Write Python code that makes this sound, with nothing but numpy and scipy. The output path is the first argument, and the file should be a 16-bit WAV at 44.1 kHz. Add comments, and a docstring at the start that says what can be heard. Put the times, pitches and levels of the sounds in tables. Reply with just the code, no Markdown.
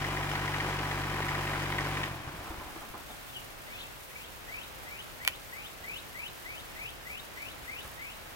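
"""A three-cylinder diesel idles some way off, is switched off and shudders to rest by a peacock pen.
Exhaust puffs drone, block and injectors clatter, a loose part clanks; last compressions jolt the panels.
In the quiet a songbird repeats a rising whistle, a sparrow chips, and something hard snaps close by.
Distant traffic and a faint hiss lie under it all."""
import sys
import numpy as np
from scipy import signal
from scipy.fft import rfft, irfft, next_fast_len
from scipy.io import wavfile

SR = 44100
rng = np.random.default_rng(int(sys.argv[2]) if len(sys.argv) > 2 else 0)


def wav_out(sig):
    """Save sig, one row per channel (or a flat mono array), as 16-bit PCM at SR to the path in sys.argv[1]."""
    wavfile.write(sys.argv[1], SR, np.round(np.clip(np.atleast_2d(sig).T, -1, 1) * 32767).astype(np.int16))


N = 368235
T = np.arange(N) / SR
FUEL_CUT_S = 2.08
ENGINE_LEAD_S = 0.00011   # left ear first

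# interaural correlation, ambient and engine: (frequency [Hz], correlation [-1..1])
AIR_LIKENESS = [(100, 0.37), (250, -0.15), (400, -0.099), (600, 0.18), (1200, -0.11), (2000, -0.084),
                (3000, -0.078), (4200, 0.00018), (5500, 0.16), (15000, 0.53)]
ENGINE_LIKENESS = [(100, 0.99), (400, 0.92), (1000, 0.86), (3000, 0.36), (5000, 0.098), (15000, 1)]
# metal contacts per working cycle: (place [cycles], knock [dB], tick [dB])
CONTACTS = [(.07, -2.5, 9), (.219, -2, -12), (.33, -10.5, 8), (.395, 0, -12), (.66, -5, 5), (.709, -6, 4),
            (0.787, -4.5, -10), (.915, -7.5, 6), (.955, -4, -12)]


def from_db(db):
    """Decibels to gain."""
    return 10 ** (np.asarray(db) / 20)


def rms_one(x):
    """Scale to rms 1."""
    return x / np.sqrt(np.mean(x ** 2) + 1e-20)


def bell(x, centre, width):
    """Gaussian of height 1."""
    return np.exp(-((x - centre) / width) ** 2)


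def add(track, s, sound):
    """Mix a short sound in at time s."""
    i = int(s * SR)
    track[i:i + len(sound)] += sound[:N - i]


def at_hz(points, hz):
    """Interpolate on a log-frequency axis."""
    f, value = np.transpose(points)
    return np.interp(np.log(hz), np.log(f), value)


def filtered(x, response):
    """Apply response(hz) by FFT."""
    size = next_fast_len(N + 4096, real=True)
    hz = np.maximum(np.arange(size // 2 + 1) * SR / size, 1)
    return irfft(rfft(x, size) * response(hz), size)[..., :N]


def coloured(x, colour):
    """Apply a spectrum; roll off below 18 Hz."""
    return filtered(x, lambda hz: from_db(at_hz(colour, hz)) / (1 + (18 / hz) ** 4))


def drift(rate_hz):
    """Low-passed noise, rms 1."""
    return rms_one(filtered(rng.standard_normal(N), lambda hz: 1 / (1 + (hz / rate_hz) ** 4)))


def placed(left, right, lead_s, pan_db):
    """Delay the right ear; positive pan is left."""
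    right = filtered(right, lambda hz: np.exp(-2j * np.pi * hz * lead_s))
    return np.array([left * from_db(pan_db / 2), right * from_db(-pan_db / 2)])


def ears(mid, side, likeness, lead_s=0, pan_db=0):
    """Stereo of given correlation from two independent signals."""
    alike = lambda hz: np.clip(at_hz(likeness, hz), -1, 1)
    mid = filtered(mid, lambda hz: np.sqrt((1 + alike(hz)) / 2))
    side = filtered(side, lambda hz: np.sqrt((1 - alike(hz)) / 2))
    return placed(mid + side, mid - side, lead_s, pan_db)


def stereo_noise(colour, likeness, lead_s=0, pan_db=0):
    """Coloured stereo noise, rms 1."""
    return rms_one(ears(*coloured(rng.standard_normal((2, N)), colour), likeness, lead_s, pan_db))


def scatter(t60_s):
    """Decaying reflections, unit energy."""
    t = T[:SR // 2]
    spray = rng.standard_normal(len(t)) * from_db(-60 * t / t60_s)
    return spray / np.sqrt(np.sum(spray ** 2))


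def through(x, response):
    """Convolve with an impulse response."""
    return signal.fftconvolve(x, response)[:N]


def background(traffic_db=-53, hiss_db=-58, split_hz=4500):
    """Far traffic below the split, grainy hiss above; each dips once."""
    # ambient spectrum: (frequency [Hz], density [dB])
    air_colour = [(13, -31), (22, 0), (70, -2.5), (108, -4.5), (142, -5), (177, -9), (290, -8), (475, -8.5),
                  (516, -7.5), (1390, -9), (1820, -10), (2400, -11), (4040, -14), (4630, -14.5),
                  (15500, -11.5)]
    air = stereo_noise(air_colour, AIR_LIKENESS)
    low = filtered(air, lambda hz: 1 / (1 + (hz / split_hz) ** 4))
    band_rms = lambda lo, hi: np.std(filtered(air.mean(0), lambda hz: (hz > lo) & (hz < hi)))
    traffic, hiss = low / band_rms(200, 1500), (air - low) / band_rms(7000, 15000)
    sway_db = .4 * drift(3.4) - 1.3 * bell(T, 4.02, .13)
    flicker_db = 1.6 * drift(90) + .6 * drift(12) - 3.5 * bell(T, 2.27, .16)
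    return traffic * from_db(traffic_db + sway_db) + hiss * from_db(hiss_db + flicker_db)


def bumps():
    """Soft bass bumps, nearly alike in both ears."""
    # swells: (time [s], half width [s], level [dB])
    swells = [(7.57, 0.022, -53), (7.64, 0.025, -48), (7.855, 0.026, -45.5), (8.26, 0.085, -56)]
    # spectrum: (frequency [Hz], level [dB])
    colour = [(30, -6), (70, 1), (150, -16), (300, -15), (1500, -13), (5000, -31)]
    envelope = sum(from_db(db) * bell(T, s, width_s) for s, width_s, db in swells)
    return envelope * stereo_noise(colour, ENGINE_LIKENESS)


def rustle(at_s=4.2, width_s=0.053, level_db=-56):
    """Faint, brief rustle in the pen."""
    # spectrum: (frequency [Hz], level [dB])
    colour = [(2000, -28), (3500, -7), (4500, -2), (6500, -8)]
    return from_db(level_db) * bell(T, at_s, width_s) * stereo_noise(colour, AIR_LIKENESS)


def swoop(at_s=1.215, tone_hz=242, sag_hz_per_s=750, thud_s=1.32, thud_hz=72):
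    """A faint low tone slides down, then a soft thud."""
    age = T - at_s
    tone = bell(T, at_s, .044) * np.sin(2 * np.pi * (tone_hz - sag_hz_per_s * age / 2) * age)
    thud = bell(T, thud_s, .011) * np.sin(2 * np.pi * thud_hz * (T - thud_s))
    return from_db(-43) * tone + from_db(-39) * thud


def chips(top_share=.33):
    """Sparrow: short, raspy pitch arches."""
    # chips: (time [s], length [s], start [Hz], top [Hz], end [Hz], level [dB], rasp [share of pitch])
    calls = [(3.08, 0.059, 3520, 3650, 3400, -52, .04), (3.281, .03, 3400, 3590, 3450, -52, .02),
             (3.33, 0.051, 2780, 3340, 3300, -47, 0.03), (3.353, 0.036, 3160, 3020, 2720, -38.5, 0.017),
             (3.731, 0.033, 3550, 3630, 3250, -48, .03), (3.773, .07, 3330, 3680, 3400, -47, .09),
             (3.823, 0.044, 2640, 2770, 2680, -47, .045)]
    out, wobble = np.zeros(N), drift(303)
    for s, length_s, start_hz, top_hz, end_hz, db, rasp in calls:
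        span = (T > s) & (T < s + length_s)
        progress = (T[span] - s) / length_s
        arch = np.sqrt(np.abs(np.sin(np.pi * progress)))
        hz = np.interp(progress, [0, top_share, 1], [start_hz, top_hz, end_hz])
        hz *= 1 + rasp * wobble[span]
        out[span] += from_db(db) * arch * np.sin(2 * np.pi * np.cumsum(hz) / SR)
    return out


def whistles(level_db=-3, overtone_db=-25, attack_s=.0023, release_s=.0017, waver=.009, fray=.022):
    """Songbird: a repeated upward slur that swells midway, frays and ends in a steep flick."""
    # whistles: (time [s], length [s], level [dB], start-to-end gain [dB], flick accent [dB])
    calls = [(3.659, .17, -43.5, 9, -3), (4.098, 0.17, -46, 7, 1), (4.476, 0.17, -39.5, -2, 1),
             (4.857, 0.18, -42.5, 0, -2), (5.201, 0.16, -39, -2, 1), (5.52, 0.16, -39, -5, 6),
             (5.827, 0.17, -37.5, 2, 2), (6.142, 0.15, -37, 3, 2), (6.443, 0.17, -40, 1, 1),
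             (6.75, .164, -38.7, 3, -3), (7.05, .16, -39.3, 1, 0), (7.354, 0.17, -39.5, 1, -1),
             (7.665, .16, -38.5, 1, 1), (7.973, 0.18, -40, 1, -6)]
    # common contour: (progress [0..1], pitch [Hz], level [dB])
    slur = [(0, 1860, -8), (.12, 2000, -2.5), (.24, 2150, -2), (.4, 2350, 1.5), (.54, 2510, 1.5),
            (.64, 2660, -3), (.75, 2850, -2), (.87, 3170, -2.5), (.9, 3450, -8), (.94, 3780, -6),
            (1, 3900, -9)]
    share, slur_hz, slur_db = np.transpose(slur)
    out, wobble, flutter_db = np.zeros(N), drift(340), 2.8 * drift(80)
    for s, length_s, db, swell_db, flick_db in calls:
        span = (T > s) & (T < s + length_s)
        age = T[span] - s
        progress = age / length_s
        gate = np.clip(np.minimum(age / attack_s, (length_s - age) / release_s), 0, 1)
        hz = np.interp(progress, share, slur_hz) * (1 + (waver + fray * progress ** 2) * wobble[span])
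        phase = 2 * np.pi * np.cumsum(hz) / SR
        tone = np.sin(phase) + from_db(overtone_db) * np.sin(2 * phase)
        effort_db = np.interp(progress, share, slur_db) + swell_db * (progress - .5)
        effort_db += flick_db * bell(progress, .96, .08) + flutter_db[span]
        out[span] += gate * from_db(level_db + db + effort_db) * tone
    return out


def birds(ground_s=.003, ground_db=-10, tail_db=-6.5, tail_t60_s=0.36):
    """Both birds from the left, with a ground echo and a tail off far sheds."""
    song = whistles() + chips()
    heard = song + from_db(ground_db) * np.interp(T - ground_s, T, song)
    yard = np.array([through(song, from_db(tail_db) * scatter(tail_t60_s)) for _ in range(2)])
    return placed(heard, heard, lead_s=.00019, pan_db=4.5) + yard


def snap(right_db=3.5, crack_db=-12, crack_t60_s=.012, wet_db=-13, yard_t60_s=.086, low_cut_hz=550):
    """Dry snap near the right ear: a click rings the short modes of a small, light object."""
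    # tick, snap, echo: (time [s], level [dB], right-ear lead [s])
    hits = [(5.2496, -25, 0.00015), (5.2762, -9.5, 0.00014), (5.284, -23, 0.00016)]
    # object modes: (frequency [Hz], level [dB], t60 [s])
    modes = [(785, -25, 0.013), (1050, -19, 0.024), (1410, -13, 0.014), (1910, -10.5, 0.024),
             (2410, -3, 0.012), (3040, -4, 0.0077), (3600, -12, 0.0099), (4400, -10.5, 0.0077),
             (5420, -13.5, .005), (6500, -12.5, 0.0041), (7800, -12, 0.0041), (10900, -7, 0.0034),
             (15000, -21, .003)]
    out, t = np.zeros((2, N)), T[:SR // 20]
    for ear in range(2):
        ring = sum((-1) ** k * from_db(db + rng.normal(0, 1) - 60 * t / t60_s)
                   * np.sin(2 * np.pi * hz * t) for k, (hz, db, t60_s) in enumerate(modes))
        ring += from_db(crack_db - 60 * t / crack_t60_s) * rng.standard_normal(len(t))
        for s, db, lead_s in hits:
            add(out[ear], s + lead_s * (1 - ear), from_db(db + right_db * ear) * ring)
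        out[ear] += from_db(wet_db) * through(out[ear], scatter(yard_t60_s))
    return signal.sosfilt(signal.butter(2, low_cut_hz, "high", fs=SR, output="sos"), out + 1e-18)


def hard_knocks(t60_s=0.0094):
    """A few dry, hollow knocks from the machine stand out above its clatter."""
    # knocks: (time [s], peak [dB], pitch [Hz])
    knocks = [(1.2045, -23.5, 950), (1.3165, -26, 1300)]
    out, t = np.zeros(N), T[:SR // 20]
    for s, db, hz in knocks:
        add(out, s, -from_db(db - 60 * t / t60_s) * np.sin(2 * np.pi * hz * t))
    return placed(out, out, ENGINE_LEAD_S, pan_db=1.5)


def jolts(rise_s=.0083, t60_s=.27, panel_rise_s=.01, panel_t60_s=.14, thump_hz=65, thump_t60_s=.064):
    """The last compressions rock the machine on its mounts; each rings one panel most."""
    # jolts: (time [s], rattle [dB], thump [dB], panel [Hz], panel [dB])
    shudders = [(2.268, -44.5, -38, 138, -35), (2.336, -60, -48, 170, -41.5), (2.389, -45, -33, 284, -46),
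                (2.463, -42.5, -53, 1106, -45), (2.502, -48, -34, 327, -39), (2.525, -55, -58, 890, -45),
                (2.605, -44, -54, 1024, -40), (2.66, -45, -42, 754, -48), (2.756, -49, -49, 330, -44),
                (2.814, -44.5, -49, 1010, -56), (2.936, -39.5, -55, 1026, -38),
                (3.092, -46.5, -61, 727, -41)]
    # rattle spectrum: (frequency [Hz], level [dB])
    colour = [(100, -6), (240, -1.5), (325, 1), (410, -4), (560, -1), (650, -2), (750, 4.5), (840, 2),
              (1020, 0.5), (1400, -1), (2500, -26), (8000, -39)]
    rattle, thump, ring = np.zeros((3, N))
    for s, rattle_db, thump_db, panel_hz, panel_db in shudders:
        age = np.maximum(T - s, 0)
        rattle += from_db(rattle_db - 60 * age / t60_s) * np.minimum(age / rise_s, 1)
        panel_gain = from_db(panel_db - 60 * age / panel_t60_s) * np.minimum(age / panel_rise_s, 1)
        ring += panel_gain * np.sin(2 * np.pi * panel_hz * age)
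        thump -= from_db(thump_db - 60 * age / thump_t60_s) * np.sin(2 * np.pi * thump_hz * age)
    return rattle * stereo_noise(colour, ENGINE_LIKENESS, ENGINE_LEAD_S) + thump + ring


def clanks(cycles, place=.64, level_db=-29.5, crack_t60_s=.011, wet_db=-5, yard_t60_s=.23):
    """A loose part strikes and bounces once per cycle until the fuel is cut."""
    # hardest clanks: (time [s], boost [dB])
    accents = [(.046, 5), (.108, 3), (.17, 4), (.232, 3), (.354, 5), (.481, 5), (.543, 7), (.605, 7.5),
               (.792, 5), (.916, 4), (1.04, 2.5), (1.226, 5), (1.288, 5.5), (1.35, 7), (1.474, 3),
               (1.537, 5), (1.723, 7), (1.785, 8.5), (1.971, 6), (2.033, 7)]
    # triple bounce: (delay [s], level [dB])
    bounces = [(0, -9), (.0035, -1.5), (.0078, -.5)]
    # modes of the part: (frequency [Hz], level [dB], t60 [s])
    modes = [(1480, -3.5, 0.007), (1860, 6, 0.017), (1950, 5.5, 0.01), (2110, -5, 0.036),
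             (2260, -8.5, 0.021), (3060, 0.5, 0.0045), (3260, -22, 0.0037)]
    out, t = np.zeros(N), T[:SR // 20]
    crack_band = signal.butter(2, [1300, 3300], "band", fs=SR)
    strike_cycles = np.arange(place, np.interp(FUEL_CUT_S, T, cycles))
    for s in np.interp(strike_cycles, cycles, T):
        accent_db = sum(db for at_s, db in accents if abs(at_s - s) < .03)
        blow_db = level_db + accent_db + rng.normal(0, .6)
        for delay_s, bounce_db in bounces:
            ring = sum(from_db(db + rng.normal(0, .5) - 60 * t / t60_s) * np.sin(2 * np.pi * hz * t)
                       * rng.choice([-1, 1]) for hz, db, t60_s in modes)
            crack = 2 * signal.lfilter(*crack_band, rng.standard_normal(len(t)))
            ring += from_db(5 - 60 * t / crack_t60_s) * crack
            add(out, s + delay_s, from_db(blow_db + bounce_db) * ring / np.abs(ring).max())
    yard = np.array([through(out, from_db(wet_db) * scatter(yard_t60_s)) for _ in range(2)])
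    return placed(out, out, ENGINE_LEAD_S, pan_db=3) + yard


def clatter(cycles, levels_db, colour, ring_t60_s, loose, uneven_db):
    """Contacts ring the same metal each cycle; `loose` adds fresh noise per blow. Rms 1 at idle."""
    blows = np.zeros(N)
    for (place, *_), db in zip(CONTACTS, levels_db):
        at = np.searchsorted(cycles, np.arange(48) + place)
        size = from_db(db + uneven_db * rng.standard_normal(len(at)))
        blows[at[at < N]] += size[at < N]
    ring, yard = (from_db(-60 * T[:SR // 4] / t60_s) for t60_s in (ring_t60_s, .15))
    power = through(blows ** 2, ring ** 2 / np.sum(ring ** 2) + yard ** 2 / np.sum(yard ** 2))
    noise_gain = loose * np.sqrt(np.abs(power))
    paths = [through(blows, scatter(ring_t60_s) + scatter(.25)) + noise_gain * rng.standard_normal(N)
             for _ in range(2)]
    sound = ears(*coloured(np.array(paths), colour), ENGINE_LIKENESS, ENGINE_LEAD_S, pan_db=2)
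    return sound / np.std(sound[:, :2 * SR])


def exhaust(speed, cycles, unfired, idle_db=-37.5, puff_place=.3):
    """Exhaust puffs drone and panels buzz along; without fuel the puffs turn weak and ragged."""
    # harmonics of puffs and panels: (order [per cycle], level [dB])
    puff_orders = [(3, -1.5), (6, 1.5), (9, 3.5), (12, -9.5), (15, -15), (18, -14.5), (19, -15), (21, -9),
                   (22, -14.5), (23, -20), (25, -19), (27, -31)]
    panel_orders = [(47, -20.5), (48, -7.5), (59, -8.5), (61, -8.5), (64, -13), (66, -16.5), (75, -9.5)]
    lag = lambda k: np.pi / 2 / (1 + (k / 3) ** 4)   # the deepest note leaves the muffler late
    drone = sum(-from_db(db) * np.cos(2 * np.pi * k * (cycles - puff_place) - lag(k))
                for k, db in puff_orders)
    drone += sum(from_db(db) * (1 + .14 * drift(8.6)) * np.sin(2 * np.pi * (k * cycles + rng.random()))
                 for k, db in panel_orders)
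    drone /= np.std(drone[:2 * SR])
    drone *= from_db(idle_db - 9 * unfired - 14.5 * (1 - speed))
    drone *= 1 + .7 * unfired * drift(35)
    return placed(drone, drone, ENGINE_LEAD_S, pan_db=1)


def block(speed, cycles, unfired, knock_db=-36.5, tick_db=-45):
    """The block knocks and the injectors tick, softer without fuel and as speed falls."""
    # spectra: (frequency [Hz], level [dB])
    knock_colour = [(35, -16), (70, -16), (150, -3.5), (260, -1), (350, 1.5), (480, -4), (750, 1.5),
                    (880, 1), (1030, 3.5), (1250, 0.5), (1500, 0.5), (2200, -5.5), (3200, -10.5),
                    (5500, -25), (12000, -28)]
    tick_colour = [(500, 6), (1300, -7), (1900, 7.5), (2400, -7), (3000, 8), (3900, -17), (5000, -3),
                   (12000, -30)]
    _, knocks_db, ticks_db = np.transpose(CONTACTS)
    knock = clatter(cycles, knocks_db, knock_colour, ring_t60_s=.031, loose=.88, uneven_db=1.25)
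    tick = clatter(cycles, ticks_db, tick_colour, ring_t60_s=.032, loose=2.1, uneven_db=4)
    drop_db = 8.5 * unfired + 2.5 * (1 - speed)
    return knock * from_db(knock_db - drop_db) + tick * from_db(tick_db - drop_db - 3 * unfired)


def fan(speed, unfired, idle_db=-44):
    """Even rush of fan and gears, fading with speed."""
    # spectrum: (frequency [Hz], density [dB])
    colour = [(500, -21), (1400, -3.5), (1800, -1.5), (2300, 1.5), (2650, -4.5), (3100, -8), (4000, -10),
              (5200, -12.5), (7000, -15.5), (12000, -27)]
    rush = stereo_noise(colour, ENGINE_LIKENESS, ENGINE_LEAD_S, pan_db=2)
    return rush * speed * from_db(idle_db - 8 * unfired + 1.2 * drift(4))


def crankshaft(coast_s=1.15, coast_bend=1.3):
    """Speed [share of idle] and cycles done, three firings each; coasting slows fastest at first."""
    # idle speed: (time [s], firing rate [Hz])
    idle = [(0, 48.2), (1.0, 48.4), (2.03, 47.9)]
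    idle_hz = np.interp(T, *np.transpose(idle))
    speed = np.clip(1 - (T - FUEL_CUT_S) / coast_s, 0, 1) ** coast_bend
    cycle_hz = idle_hz * speed / 3 * (1 + .0015 * drift(5))
    return speed, np.cumsum(cycle_hz) / SR


def engine(speed, cycles, burn_out_s=.14, stall_share=.21):
    """Exhaust, block and fan drop as the last fuel burns, then fade out near stall."""
    unfired = np.clip(.5 + (T - FUEL_CUT_S) / burn_out_s, 0, 1)
    turning = np.minimum(speed / stall_share, 1)
    sound = exhaust(speed, cycles, unfired) + block(speed, cycles, unfired) + fan(speed, unfired)
    return turning * sound


def scene():
    """All sources, stereo."""
    speed, cycles = crankshaft()
    diesel = engine(speed, cycles) + clanks(cycles) + hard_knocks() + jolts()
    return diesel + background() + bumps() + swoop() + rustle() + birds() + snap()


def record(dry):
    """Steep low-pass at 15850 Hz."""
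    return signal.sosfilt(signal.ellip(10, .1, 80, 15850, fs=SR, output="sos"), dry)


dry = scene()
out = record(dry)
wav_out(out)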